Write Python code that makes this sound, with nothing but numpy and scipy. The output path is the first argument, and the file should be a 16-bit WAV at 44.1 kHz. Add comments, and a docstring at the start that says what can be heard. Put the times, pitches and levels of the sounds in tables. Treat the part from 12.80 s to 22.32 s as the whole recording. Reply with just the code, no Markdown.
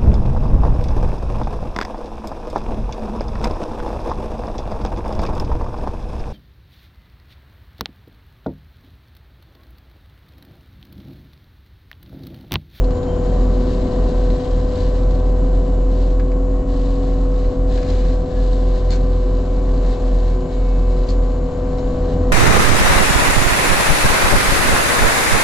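"""A skid steer mulches brush, heard from the closed cab. From the start the heavy drum booms, with brief
dropouts, over the diesel and its hydraulic pumps; steel tracks growl, thin whistles come and go, and bush
after bush hisses and crackles through the drum. Around 4 s the cooling fan speeds up and settles. Near
5 s and 6 s saplings crack and are chewed up, and chunks knock on the housing. Then the drum motor whines
under load, cutter teeth ping on hard wood at 8.3 s, and the engine swells with the load at the end."""
import sys
import numpy as np
from scipy import signal
from scipy.fft import rfft, irfft
from scipy.io import wavfile
from scipy.ndimage import uniform_filter1d, minimum_filter1d

SR = 44100
rng = np.random.default_rng(int(sys.argv[2]) if len(sys.argv) > 2 else 0)


def bounce(signal):
    """Save signal as a 16-bit WAV file at the path given by the first command-line argument."""
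    frames = np.transpose(np.atleast_2d(signal))
    limited = np.clip(frames, -1, 1)
    pcm = np.round(limited * 32767).astype(np.int16)
    wavfile.write(sys.argv[1], SR, pcm)


N = 419832
T = np.arange(N) / SR

# Levels are before each layer's own gains. An order is a multiple of shaft speed; pan is left over right.
# drum speed, sagging in thick brush: t/s, f/Hz
DRUM_SPEED = [(0, 43.6), (.7, 44.4), (1.6, 43.4), (2.7, 44.2), (3.4, 43.4), (4.5, 43.6), (5.5, 43.7),
              (6.3, 43.3), (7, 43.1), (7.5, 42.6), (8, 42.8), (9, 43.8), (9.52, 43.9)]
# cab boom at the drum's turning rate: t/s, level/dB
BOOM_LEVEL = [(0, -9), (.3, -22.5), (.62, -11), (.95, -17.5), (1.4, -11.5), (1.9, -15), (2.7, -11.5),
              (3.3, -12), (3.6, -13.5), (5, -13), (5.8, -12), (6.7, -13.5), (7.4, -11), (8.45, -12.5),
              (8.65, -18), (9.52, -19.5)]
# brief dips in the boom: t/s, half-width/s, depth/0-1
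BOOM_DIPS = [(.2, 0.064, 0.85), (1.11, .025, 1), (1.33, 0.026, 0.6), (1.63, 0.057, 1), (1.98, 0.033, 1),
             (2.88, .025, 0.45), (3.84, 0.024, 1), (3.95, 0.014, 0.59), (4.745, 0.054, 0.8),
             (5.051, 0.045, 0.7), (5.49, 0.07, 0.95), (6, 0.029, 0.5), (6.65, .04, 0.3),
             (7.18, 0.045, 0.64), (7.67, 0.11, 0.8), (8.275, 0.023, 0.7), (8.73, 0.044, 0.9),
             (9.01, 0.019, 1), (9.145, 0.021, 0.6)]
# overtones of the drum's unbalance: order, level/dB, pan/dB
UNBALANCE_TONES = [(2, -35, 4), (3, -39.5, -1), (4, -40.5, -2.5)]
# drum motor whine: order, level/dB, pan/dB
MOTOR_TONES = [(27, -59, 2), (48.5, -71, 2), (53.5, -73, 2), (62.5, -77, 3)]
# that whine rising with load: t/s, level/dB
MOTOR_LEVEL = [(0, -17.5), (5.4, -37), (6.3, 3), (7.6, 1), (8.2, 4), (9.52, 4)]
# bushes passing through the drum: t/s, length/s, level/dB, thinning by the end/dB
BUSH_CUES = [(0, 0.44, -3.5, -0.5), (0.339, 1.5, 2.5, 0), (1.775, .27, 5, 0), (2.004, 0.38, 1, 2),
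             (2.303, 0.81, -2.5, 2), (3.005, 0.3, 3.5, 3.5), (3.801, 0.26, 2, 0), (3.93, .5, 3.5, 3.5),
             (4.418, 0.31, 1, 0.5), (4.827, 0.47, 5.5, 1), (5.199, .3, -0.5, 2.5), (5.433, .9, 4.5, 3.5),
             (6.294, .56, -0.5, 0), (6.83, .68, 2, 0), (7.488, .84, -0.5, -0.5), (8.307, 0.74, -3, 0),
             (8.863, 0.42, 1.5, 3), (9.159, 0.18, 4.5, 4), (9.305, 0.24, 1, 3)]
# hiss of shredding brush: f/Hz, level/dB
SHRED_SPECTRUM = [(800, -100), (1600, -87.5), (1700, -81), (1820, -86), (2500, -91), (2920, -85.5),
                  (3250, -88), (4050, -83.5), (4450, -87), (5000, -90.5), (5700, -95.5), (7200, -95),
                  (8000, -99.5), (9000, -107), (10000, -120.5), (13000, -133)]
# faint fizz of torn leaves: f/Hz, level/dB
FIZZ_SPECTRUM = [(8500, -150), (10200, -124), (11200, -115), (12200, -116), (13000, -128), (15000, -140)]
# crackle of dry twigs: f/Hz, level/dB
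TWIG_SPECTRUM = [(1500, -108), (2600, -99), (3500, -98), (4150, -89), (4700, -94.5), (5600, -102),
                 (7300, -101), (8500, -116), (10000, -135)]
# wood snapping: t/s, level/dB, resonance f/Hz, decay scale/s, tilt/dB per octave
CRACK_CUES = [(0.038, -41, 4300, 0.0098, 0), (0.105, -42, 4130, .008, -2), (.15, -47, 4500, .006, 3),
              (0.229, -38, 4000, 0.005, -1), (1.015, -41, 4000, .006, -4), (1.5, -36, 4100, 0.0056, -4),
              (1.596, -43, 4040, .005, -5), (1.951, -40, 4280, 0.0077, -2), (2.307, -38, 4040, 0.0029, -2),
              (2.35, -41, 4200, 0.004, -4), (3.303, -44, 4100, .004, -5), (4.048, -44, 3900, 0.0088, 2),
              (4.938, -45, 4250, 0.022, 8), (5.097, -33.5, 4200, 0.007, -2), (5.126, -44, 4100, .03, -4),
              (5.196, -45, 4100, .014, 0), (5.321, -44, 4200, 0.016, 2), (6.102, -31.5, 4310, 0.013, 3),
              (6.119, -35, 4330, 0.012, 4), (6.142, -43, 4400, 0.013, 11), (8.265, -47, 3200, 0.014, 9),
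              (8.284, -36.5, 4500, .014, 1), (8.301, -39, 4450, 0.0098, 4), (8.31, -47, 2600, 0.014, -2),
              (8.982, -42, 4010, 0.011, 1), (9.283, -49, 4300, .008, -2)]
# tone of breaking wood through the cab door: f/Hz, level/dB
DOOR_EQ = [(400, -15), (850, 2), (1400, 3.5), (2800, -0.5), (4300, 0.5), (5700, -4), (7300, -5.5),
           (9000, -28), (12000, -42)]
# saplings chewed to chips: t/s, length/s, level/dB
CRUNCH_CUES = [(4.92, .45, -50), (6.09, 0.094, -46)]
# chunks hitting the housing: t/s, level/dB, centre f/Hz, contact/s
KNOCK_CUES = [(3.396, -35.5, 1250, .0035), (3.517, -41, 2100, .002), (4.64, -47, 1500, .012),
              (4.974, -37, 1700, .008), (5.024, -38, 1500, .006), (5.185, -45, 1900, .006),
              (5.245, -43, 2100, .009), (6.112, -37.5, 2000, .018)]
# ringing modes of the steel housing: f/Hz, level/dB, t60/s
HOUSING_MODES = [(1030, 0, .08), (1210, -5, .07), (1530, -3, .1), (1660, 0, .11), (1800, -5, .08),
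                 (2050, -1, .1), (2270, -4, .11), (2450, -5, .09), (2610, -8, .08), (3590, -11, .04),
                 (4100, -7, .04)]
# cutter teeth striking hard wood: t/s, level/dB, f/Hz
PING_CUES = [(6.105, -42, 4370), (6.12, -37, 4300), (8.287, -40, 4510), (8.302, -39, 4330)]
# crankshaft speed, held by the governor: t/s, f/Hz
CRANK_SPEED = [(0, 41.32), (.48, 41.05), (.8, 41.4), (1.25, 41.38), (2.25, 41.55), (2.98, 41.3),
               (3.45, 41.57), (3.92, 41.38), (4.7, 41.48), (5.12, 41.63), (5.8, 41.5), (6.1, 41.55),
               (6.95, 41.23), (8, 41.06), (8.3, 41.32), (8.66, 41.07), (8.97, 41.32), (9.52, 41.38)]
# hydraulic load on the engine: t/s, level/dB
ENGINE_LOAD = [(0, 0.5), (.35, 4), (.7, 1), (1.2, 3), (2.1, 2.5), (2.8, 0.5), (3.6, 0), (5, 2), (6.4, -0.5),
               (7.7, -1.5), (8.5, -0.5), (9.4, 4.5), (9.52, 6)]
# upper diesel tones and piston overtones: order, level/dB, pan/dB
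DIESEL_TONES = [(2.5, -42.5, 2.5), (3, -46.5, 1), (4, -42.5, 0.5), (5, -48.5, 2.5), (6, -41.5, -1),
                (6.5, -48.5, 0), (7, -45.5, -0.5), (8, -51.5, -0.5), (8.5, -50, 0.5), (10, -45.5, 8),
                (11.5, -53.5, 4), (13.5, -47.5, 19), (14, -48, 16), (14.5, -49, 7), (15, -48.5, 1),
                (15.5, -50.5, 8), (16, -46.5, 14), (16.5, -56.5, -6), (17.5, -50, 0), (18, -44, 6),
                (19, -54, 0.5), (20, -65, -13), (20.5, -67, 8), (27, -53, -2), (31, -67.5, 1),
                (45.5, -65, -3), (70.9, -67, 5)]
# low engine rumble: f/Hz, level/dB
RUMBLE_SPECTRUM = [(10, -50.5), (22, -53.5), (35, -43), (55, -56), (68, -53), (92, -49), (112, -65),
                   (160, -50.5), (178, -56.5), (195, -64), (215, -60.5), (300, -62), (450, -67.5),
                   (800, -127.5)]
# midrange engine roar: f/Hz, level/dB
ROAR_SPECTRUM = [(200, -60.5), (450, -68.5), (600, -63.5), (750, -71), (860, -72.5), (1060, -74),
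                 (1300, -79), (1700, -86.5), (2400, -91.5), (4000, -101.5), (7000, -99), (10000, -125)]
# swells of that roar: t/s, level/dB
ROAR_SWELL = [(0, 1), (.52, 4), (.8, 1.5), (1.2, 3), (1.6, 0.5), (2.3, 0.9), (3.5, -2), (4.3, -0.5),
              (4.8, -1), (5.3, -1), (6.2, -1.5), (7.05, 1), (7.7, -1.1), (8.6, 0), (9.45, 3)]
# hum of the twelve-tooth gear pump: order, level/dB, pan/dB
GEAR_TONES = [(12, -28.5, 3), (24, -50, 20.5), (36, -63, -2.5), (48, -71, -0.5)]
# its whistle: order, level/dB, pan/dB
WHISTLE_TONES = [(84, -76, 4.5), (150, -79, 10.5), (180, -66.5, 16), (192, -75, 12.5)]
# its squeal: order, level/dB, pan/dB
SQUEAL_TONES = [(168, -67.5, 14.5)]
# that squeal following pump pressure: t/s, level/dB
SQUEAL_LEVEL = [(0, 5), (.65, 6), (.9, -5), (2.5, -5), (2.9, -1), (3.8, -2), (4.2, -6), (6.5, -5), (7, 1),
                (8.3, 3), (9.52, 5)]
# hum of the nine-piston drive pump: t/s, level/dB
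DRIVE_HUM_LEVEL = [(0, -37.5), (.9, -34.5), (1.7, -41), (2.9, -37.5), (4.1, -41), (5.4, -43), (5.8, -37.5),
                   (6.9, -36.5), (7.3, -44), (7.62, -32.5), (7.85, -51), (8.2, -33), (8.7, -52),
                   (9.52, -50)]
# its whine: order, level/dB, pan/dB
DRIVE_TONES = [(54, -59, 3), (63, -61, -1)]
# that whine as the machine pushes on: t/s, level/dB
DRIVE_WHINE_LEVEL = [(0, -10), (6.2, -10), (6.7, -5), (7.6, -5), (7.9, 2.5), (8.4, -9), (9.52, -9)]
# ten-blade cooling fan's speed: t/s, f/Hz
FAN_SPEED = [(0, 26.18), (2.4, 26.18), (3, 26.35), (3.6, 26.88), (4.05, 27.16), (4.6, 26.86), (5.2, 26.5),
             (5.7, 26.28), (7.5, 26.18), (9.52, 26.2)]
# fan and its motor at resting speed: order, level/dB, pan/dB
FAN_RESTING_TONES = [(10, -32.5, 3), (20, -38.5, 24.5), (30, -54.5, -8.5), (39, -48.5, 1.5), (59, -58, -4),
                     (60, -62.5, 9.5), (120, -69, 2)]
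# fan when sped up: order, level/dB, pan/dB
FAN_FAST_TONES = [(10, -28, 0.4), (40, -47.5, 0.5)]
# track links growling in the cab's panels: t/s, level/dB, f/Hz
TRACK_GROWL = [(0, -44.5, 250), (.55, -28.5, 254.8), (1.2, -29, 247.7), (1.7, -39.5, 254.5),
               (2.3, -42.5, 268.5), (2.8, -32.5, 271.5), (3.3, -37, 279.2), (3.9, -34, 275.5),
               (4.5, -43.5, 270), (5.2, -38, 255), (6, -46, 260.5), (6.85, -34, 285.5), (7.25, -38.5, 250),
               (7.7, -52.5, 254.5), (8.6, -49, 249.3), (9.52, -37, 255)]
# broad rumble around the growl: f/Hz, level/dB
TRACK_SPECTRUM = [(100, -91.5), (195, -69.5), (225, -63), (290, -74), (350, -67.5), (400, -66.5),
                  (520, -86)]
# brief, thin whistles from the machine: t/s, length/s, f/Hz, level/dB
THIN_WHISTLE_CUES = [(.05, 0.56, 3150, -59), (0.523, 0.3, 1143, -49), (1.45, 0.55, 3200, -60),
                     (4.2, 0.51, 1284, -56), (5.46, 0.27, 1700, -52)]
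# how alike left and right are in the cab: f/Hz, coherence/0-1
STEREO_COHERENCE = [(60, .995), (230, .99), (360, .9), (560, .55), (880, .5), (1380, .6), (2160, .35),
                    (3390, .35), (5300, .45), (8300, .35)]
# the noise leans left: f/Hz, pan/dB
STEREO_PAN = [(60, 0), (250, .5), (400, 1.5), (600, 3), (850, 3), (1300, 1.5), (2600, 3.5), (4000, 5),
              (5700, 5), (8300, 2)]
# phase lead of left over right: f/Hz, lead/rad
STEREO_LEAD = [(60, 0), (200, -.03), (340, -.2), (780, -.55), (1120, 0), (2240, -1.2), (3450, -1),
               (4300, .1), (8400, 0)]


def drum(boom_db=-2.0, sway_rad=0.091, wobble_db=0.67, wobble_hz=14):
    """The unbalanced drum shakes the cab's air: a boom that wobbles and dips. Its motor whines."""
    speed = curve(DRUM_SPEED)
    level = amp(curve(BOOM_LEVEL) + boom_db + wobble_db * wander(wobble_hz))
    for s, width, depth in BOOM_DIPS:
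        level *= 1 - depth * np.exp(-((T - s) / width) ** 2)
    boom = np.sqrt(2) * level * np.cos(rotation(speed) + sway_rad * wander(10))
    whine = shaft(speed, MOTOR_TONES, rough=0.19, flutter_hz=3.5) * amp(curve(MOTOR_LEVEL))
    return boom + shaft(speed, UNBALANCE_TONES, rough=0.23, flutter_hz=3) + whine


def brush(grain_db=-1.7, clump_db=1.38, chop=0.053, ripple_db=1.3):
    """Leaves tear in clumps of tiny snaps, chopped once a drum turn and coloured by the steel housing."""
    grains = smooth(rng.standard_normal(N), 60)
    teeth = 1 + chop * np.cos(rotation(curve(DRUM_SPEED)) + wander(5))
    snaps = unit_rms(teeth * amp(grain_db * grains + clump_db * wander(8.6)))
    torn = noise(SHRED_SPECTRUM, snaps) * feed() + noise(FIZZ_SPECTRUM, snaps)
    resonances = np.tanh(smooth(rng.standard_normal(N // 2 + 1), 350))
    return irfft(rfft(torn) * amp(ripple_db * resonances), N)


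def twigs(level_db=-1):
    """Dry twigs snap one by one, louder the more the drum is fed."""
    snaps = snapping(per_s=110, spread_db=3, decay_s=.0025)
    return noise(TWIG_SPECTRUM, snaps) * feed() * amp(level_db)


def feed(bite_s=.14, clear_s=.12, litter_db=-7):
    """Flow through the drum: over a bed of loose litter, each bush is drawn in, chewed and cleared."""
    flow = np.full(N, amp(litter_db))
    for start, length, db, thinning_db in BUSH_CUES:
        bite = progress(start, bite_s)
        chewed = amp(db - thinning_db * progress(start, length))
        clear = np.exp(-np.maximum(T - start - length, 0) / clear_s)
        flow = np.maximum(flow, bite * chewed * clear)
    return flow


def cracks(ring_db=10, ring_width=0.069, low_cut=0.35, splinter_db=3, rise=0.33):
    """Wood breaks in a burst of splintering fibres with one resonance, heard through the door."""
    count = 8192
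    t, hz, out = np.arange(count) / SR, np.fft.rfftfreq(count, 1 / SR), np.zeros((2, N))
    for s, db, pitch_hz, decay_s, tilt_db in CRACK_CUES:
        ring = ring_db / (1 + ((hz / pitch_hz - 1) / ring_width) ** 2)
        tilt = tilt_db * np.log2(np.maximum(hz / pitch_hz, .5))
        colour = amp(at_hz(DOOR_EQ, hz) + ring + tilt)
        colour /= 1 + (low_cut * pitch_hz / (hz + 1)) ** 4  # thin twigs have no low body
        shared, left, right, fibres = rng.standard_normal((4, count))
        splinters = (shared + np.array([left, right])) * amp(splinter_db * smooth(fibres, 50))
        burst = unit_rms(irfft(rfft(splinters) * colour))
        attack = 1 - np.exp(-t / (rise * decay_s))
        decay = np.exp(-(t / decay_s) ** 1.2 / 2)
        add(out, s, amp(db) * burst * attack * decay)
    return out * amp([[1.5], [-1.5]])


def crunch(chips_per_s=260, spread_db=4, ring_db=-1, splinter_db=-2, spots=5):
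    """A sapling is ground up: a dense shower of chips splinters off and rattles all over the housing."""
    rattle = np.zeros((2, N))
    for centre_hz in np.geomspace(1100, 4000, spots):
        hits = rng.random(N) < chips_per_s / spots / SR
        chips = hits * amp(spread_db * rng.standard_normal(N))
        rattle += signal.oaconvolve(chips[None], housing(centre_hz), axes=1)[:, :N]
    splinters = unit_rms(noise(DOOR_EQ, snapping(chips_per_s, spread_db, decay_s=0.0011)))
    chewing = sum(amp(db) * np.sqrt(arch(s, length)) for s, length, db in CRUNCH_CUES)
    return (amp(ring_db) * unit_rms(rattle) + amp(splinter_db) * splinters) * chewing


def knocks(ring_db=-3, scuff_db=1, rolloff_db=4.5, rise=.3):
    """A thrown chunk scuffs the housing and sets it ringing."""
    out = np.zeros((2, N))
    for s, db, centre_hz, contact_s in KNOCK_CUES:
        ring = housing(centre_hz)
        count = ring.shape[1]
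        t, hz = np.arange(count) / SR, np.fft.rfftfreq(count, 1 / SR)
        colour = amp(at_hz(DOOR_EQ, hz) - rolloff_db * abs(np.log2((hz + 1) / centre_hz)))
        friction = rng.standard_normal(count) + rng.standard_normal((2, count))
        scuff = unit_rms(irfft(rfft(friction) * colour)) * np.exp(-t / contact_s / 2)
        attack = 1 - np.exp(-t / (rise * contact_s))
        add(out, s, amp(db) * attack * (amp(ring_db) * ring + amp(scuff_db) * scuff))
    return out * amp([[1], [-1]])


def housing(centre_hz, focus_db=6, scatter_db=2):
    """One blow on the steel housing; each spot favours the modes near its own pitch."""
    t = np.arange(6000) / SR
    hz, db, t60 = np.transpose(HOUSING_MODES)[:, :, None]
    shape = (2, len(HOUSING_MODES), 1)
    octaves_away = abs(np.log2(hz / centre_hz))
    level = amp(db - focus_db * octaves_away + scatter_db * rng.standard_normal(shape))
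    phase = 2 * np.pi * rng.random(shape[1:]) + rng.standard_normal(shape) / 2
    modes = level * amp(-60 * t / t60) * np.sin(2 * np.pi * hz * t + phase)
    return modes.sum(1) / np.sqrt(np.sum(level ** 2) / 4)


def pings(t60_s=0.082):
    """A steel cutter tooth strikes hard wood and rings briefly."""
    t, out = np.arange(0, .2, 1 / SR), np.zeros((2, N))
    for s, db, hz in PING_CUES:
        ring = amp(db - 60 * t / t60_s) * np.sin(2 * np.pi * hz * t)
        add(out, s, ring * amp([[2], [-2]]))
    return out


def diesel(firing_db=-33.5, waver_db=2, rumble_db=-0.36, lump_db=1.0, roar_db=1.66, throb=0.21):
    """Four cylinders fire twice a crank turn, pulsing rumble and roar; load swells the low end."""
    speed, load, swell = curve(CRANK_SPEED), curve(ENGINE_LOAD), curve(ROAR_SWELL)
    firing = np.cos(2 * rotation(speed))
    exhaust = np.sqrt(2) * firing * amp(firing_db + 1.5 * load + waver_db * wander(1.8))
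    tones = shaft(speed, DIESEL_TONES, rough=0.28, flutter_hz=3.4) * amp(0.92 * swell)
    rumble = noise(RUMBLE_SPECTRUM) * amp(rumble_db + load + lump_db * wander(8.1))
    roar = noise(ROAR_SPECTRUM) * amp(roar_db + swell)
    return exhaust + tones + rumble * (1 + 0.37 * firing) + roar * (1 + throb * firing)


def gear_pump(hum_db=-0.7, load_follow=0.88):
    """Meshing teeth hum and whistle; the hum rides the load, and a squeal rides the pressure."""
    speed = curve(CRANK_SPEED)
    hum_level = amp(hum_db + load_follow * curve(ENGINE_LOAD))
    hum = shaft(speed, GEAR_TONES, rough=0.073, flutter_hz=3.9) * hum_level
    whistle = shaft(speed, WHISTLE_TONES, rough=0.23, flutter_hz=14)
    squeal = shaft(speed, SQUEAL_TONES, rough=0.28, flutter_hz=10) * amp(curve(SQUEAL_LEVEL))
    return hum + whistle + squeal


def drive_pump(pistons=9, waver_db=1.5):
    """Each piston strokes once a crank turn: a wavering hum, with overtones that whine."""
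    speed = curve(CRANK_SPEED)
    hum_level = amp(curve(DRIVE_HUM_LEVEL) + waver_db * wander(9.8))
    hum = np.sqrt(2) * np.cos(pistons * rotation(speed)) * hum_level
    whine = shaft(speed, DRIVE_TONES, rough=0.25, flutter_hz=6) * amp(curve(DRIVE_WHINE_LEVEL))
    return hum + whine


def fan(duck_db=-12):
    """The cooling fan's blades hum; it speeds up once, crossfading to another tone, and settles."""
    speed = curve(FAN_SPEED)
    boost = (speed - speed.min()) / np.ptp(speed)
    resting = shaft(speed, FAN_RESTING_TONES, rough=0.18, flutter_hz=1.8)
    fast = shaft(speed, FAN_FAST_TONES, rough=0.15, flutter_hz=6)
    return resting * amp(duck_db * boost) + fast * boost


def tracks(growl_db=-1, flutter_hz=9, steady_share=.6):
    """Steel links strike almost evenly: a fuzzy tone that follows travel speed, in a broader rumble."""
    db, hz = curve(TRACK_GROWL)
    angle = rotation(hz)
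    fuzz = wander(flutter_hz) * np.cos(angle) + wander(flutter_hz) * np.sin(angle)
    growl = np.sqrt(2 * steady_share) * np.cos(angle) + np.sqrt(1 - steady_share) * fuzz
    rumble = noise(TRACK_SPECTRUM) * amp(1.1 * (db - np.median(db)))
    return amp(db + growl_db) * growl + rumble


def thin_whistles(flutter_hz=14):
    """Brief, thin, wavering whistles from the machine."""
    out = np.zeros(N)
    for s, length, hz, db in THIN_WHISTLE_CUES:
        tremolo = 1 + .5 * wander(flutter_hz)
        tone = np.cos(2 * np.pi * hz * T + wander(flutter_hz))
        out += amp(db) * arch(s, length) * unit_rms(tremolo * tone)
    return out * amp([[1], [-1]])


def shaft(speed, tones, rough, flutter_hz):
    """Tones locked to a turning shaft; each flutters in level and a little in phase."""
    turns, out = np.cumsum(speed) / SR, np.zeros((2, N))
    for order, db, pan_db in tones:
        order = np.round(2 * order) / 2  # every tone repeats within two turns
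        phase = 2 * np.pi * (order * turns + rng.random()) + .5 * rough * wander(flutter_hz)
        level = amp(db) * (1 + rough * wander(flutter_hz)) * 2 / np.sqrt(1 + amp(2 * pan_db))
        out[0] += level * amp(pan_db) * np.cos(phase)
        out[1] += level * np.cos(phase - at_hz(STEREO_LEAD, order * speed.mean()))
    return out


def noise(spectrum, envelope=1):
    """Coloured noise under an envelope, spread across the cab's stereo image."""
    hz = np.fft.rfftfreq(N, 1 / SR)
    left, independent = rfft(rng.standard_normal((2, N)) * envelope)
    coherence, pan = at_hz(STEREO_COHERENCE, hz), amp(at_hz(STEREO_PAN, hz) / 2)
    right = np.sqrt(coherence) * left + np.sqrt(1 - coherence) * independent
    right *= np.exp(-1j * at_hz(STEREO_LEAD, hz))
    colour = amp(at_hz(spectrum, hz)) / (1 + (hz / spectrum[-1][0]) ** 10)  # rolls off at the top
    return irfft(np.array([left * pan, right / pan]) * colour, N) * np.sqrt(SR / 2)


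def snapping(per_s, spread_db, decay_s):
    """The envelope of many small snaps at random times, a few of them large."""
    hits = rng.random(N) < per_s / SR
    snaps = hits * amp(spread_db * np.minimum(rng.exponential(1, N), 2))
    return unit_rms(signal.lfilter([1], [1, -np.exp(-1 / (decay_s * SR))], snaps))


def wander(rate_hz, count=2048):
    """Smooth random modulation of rms 1, moving at up to about rate_hz."""
    hz = np.fft.rfftfreq(count, T[-1] / count)
    slow = irfft(rfft(rng.standard_normal(count)) / (1 + (hz / rate_hz) ** 2))
    return np.interp(T, np.linspace(0, T[-1], count), unit_rms(slow))


def curve(rows):
    """Each column of a time table, at every sample."""
    times, *columns = np.transpose(rows)
    return np.squeeze([np.interp(T, times, column) for column in columns])


def at_hz(points, hz):
    """Reads a spectrum table on a log-frequency axis."""
    f, value = np.transpose(points)
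    return np.interp(np.log(hz + 1), np.log(f + 1), value)


def rotation(hz):
    """Running phase in radians."""
    return 2 * np.pi * np.cumsum(hz) / SR


def progress(start, length):
    """A ramp from 0 to 1."""
    return np.clip((T - start) / length, 0, 1)


def arch(start, length):
    """A half-sine swell."""
    return abs(np.sin(np.pi * progress(start, length)))


def smooth(x, size):
    """A moving average, at rms 1."""
    return unit_rms(uniform_filter1d(x, size))


def unit_rms(x):
    """Scales to rms 1."""
    return x / np.sqrt(np.mean(x ** 2) + 1e-20)


def amp(db):
    """Decibels to gain."""
    return 10 ** (np.asarray(db) / 20)


def add(mix, s, sound):
    """Mixes a sound in at s seconds."""
    part = mix[:, max(round(s * SR), 0):][:, :sound.shape[1]]
    part += sound[:, :part.shape[1]]


def scene():
    """The mix in the cab: the machine's drone with the breaking wood on top."""
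    machine = diesel() + gear_pump() + drive_pump() + tracks() + fan() + drum()
    return machine + brush() + twigs() + thin_whistles() + cracks() + knocks() + pings() + crunch()


def record(dry, ceiling_db=-5.4, fade_s=.004, cutoff_hz=13500):
    """A smooth limiter holds the peaks down; then a quick fade-out and a steep low-pass."""
    allowed = np.minimum(1, amp(ceiling_db) / (abs(dry).max(0) + 1e-9))
    gain = uniform_filter1d(minimum_filter1d(allowed, size=1500), size=1500)
    fade = np.minimum(1, (T[-1] - T) / fade_s)
    return signal.sosfiltfilt(signal.butter(16, cutoff_hz, fs=SR, output="sos"), dry * gain * fade)


dry = scene()
out = record(dry)
bounce(out)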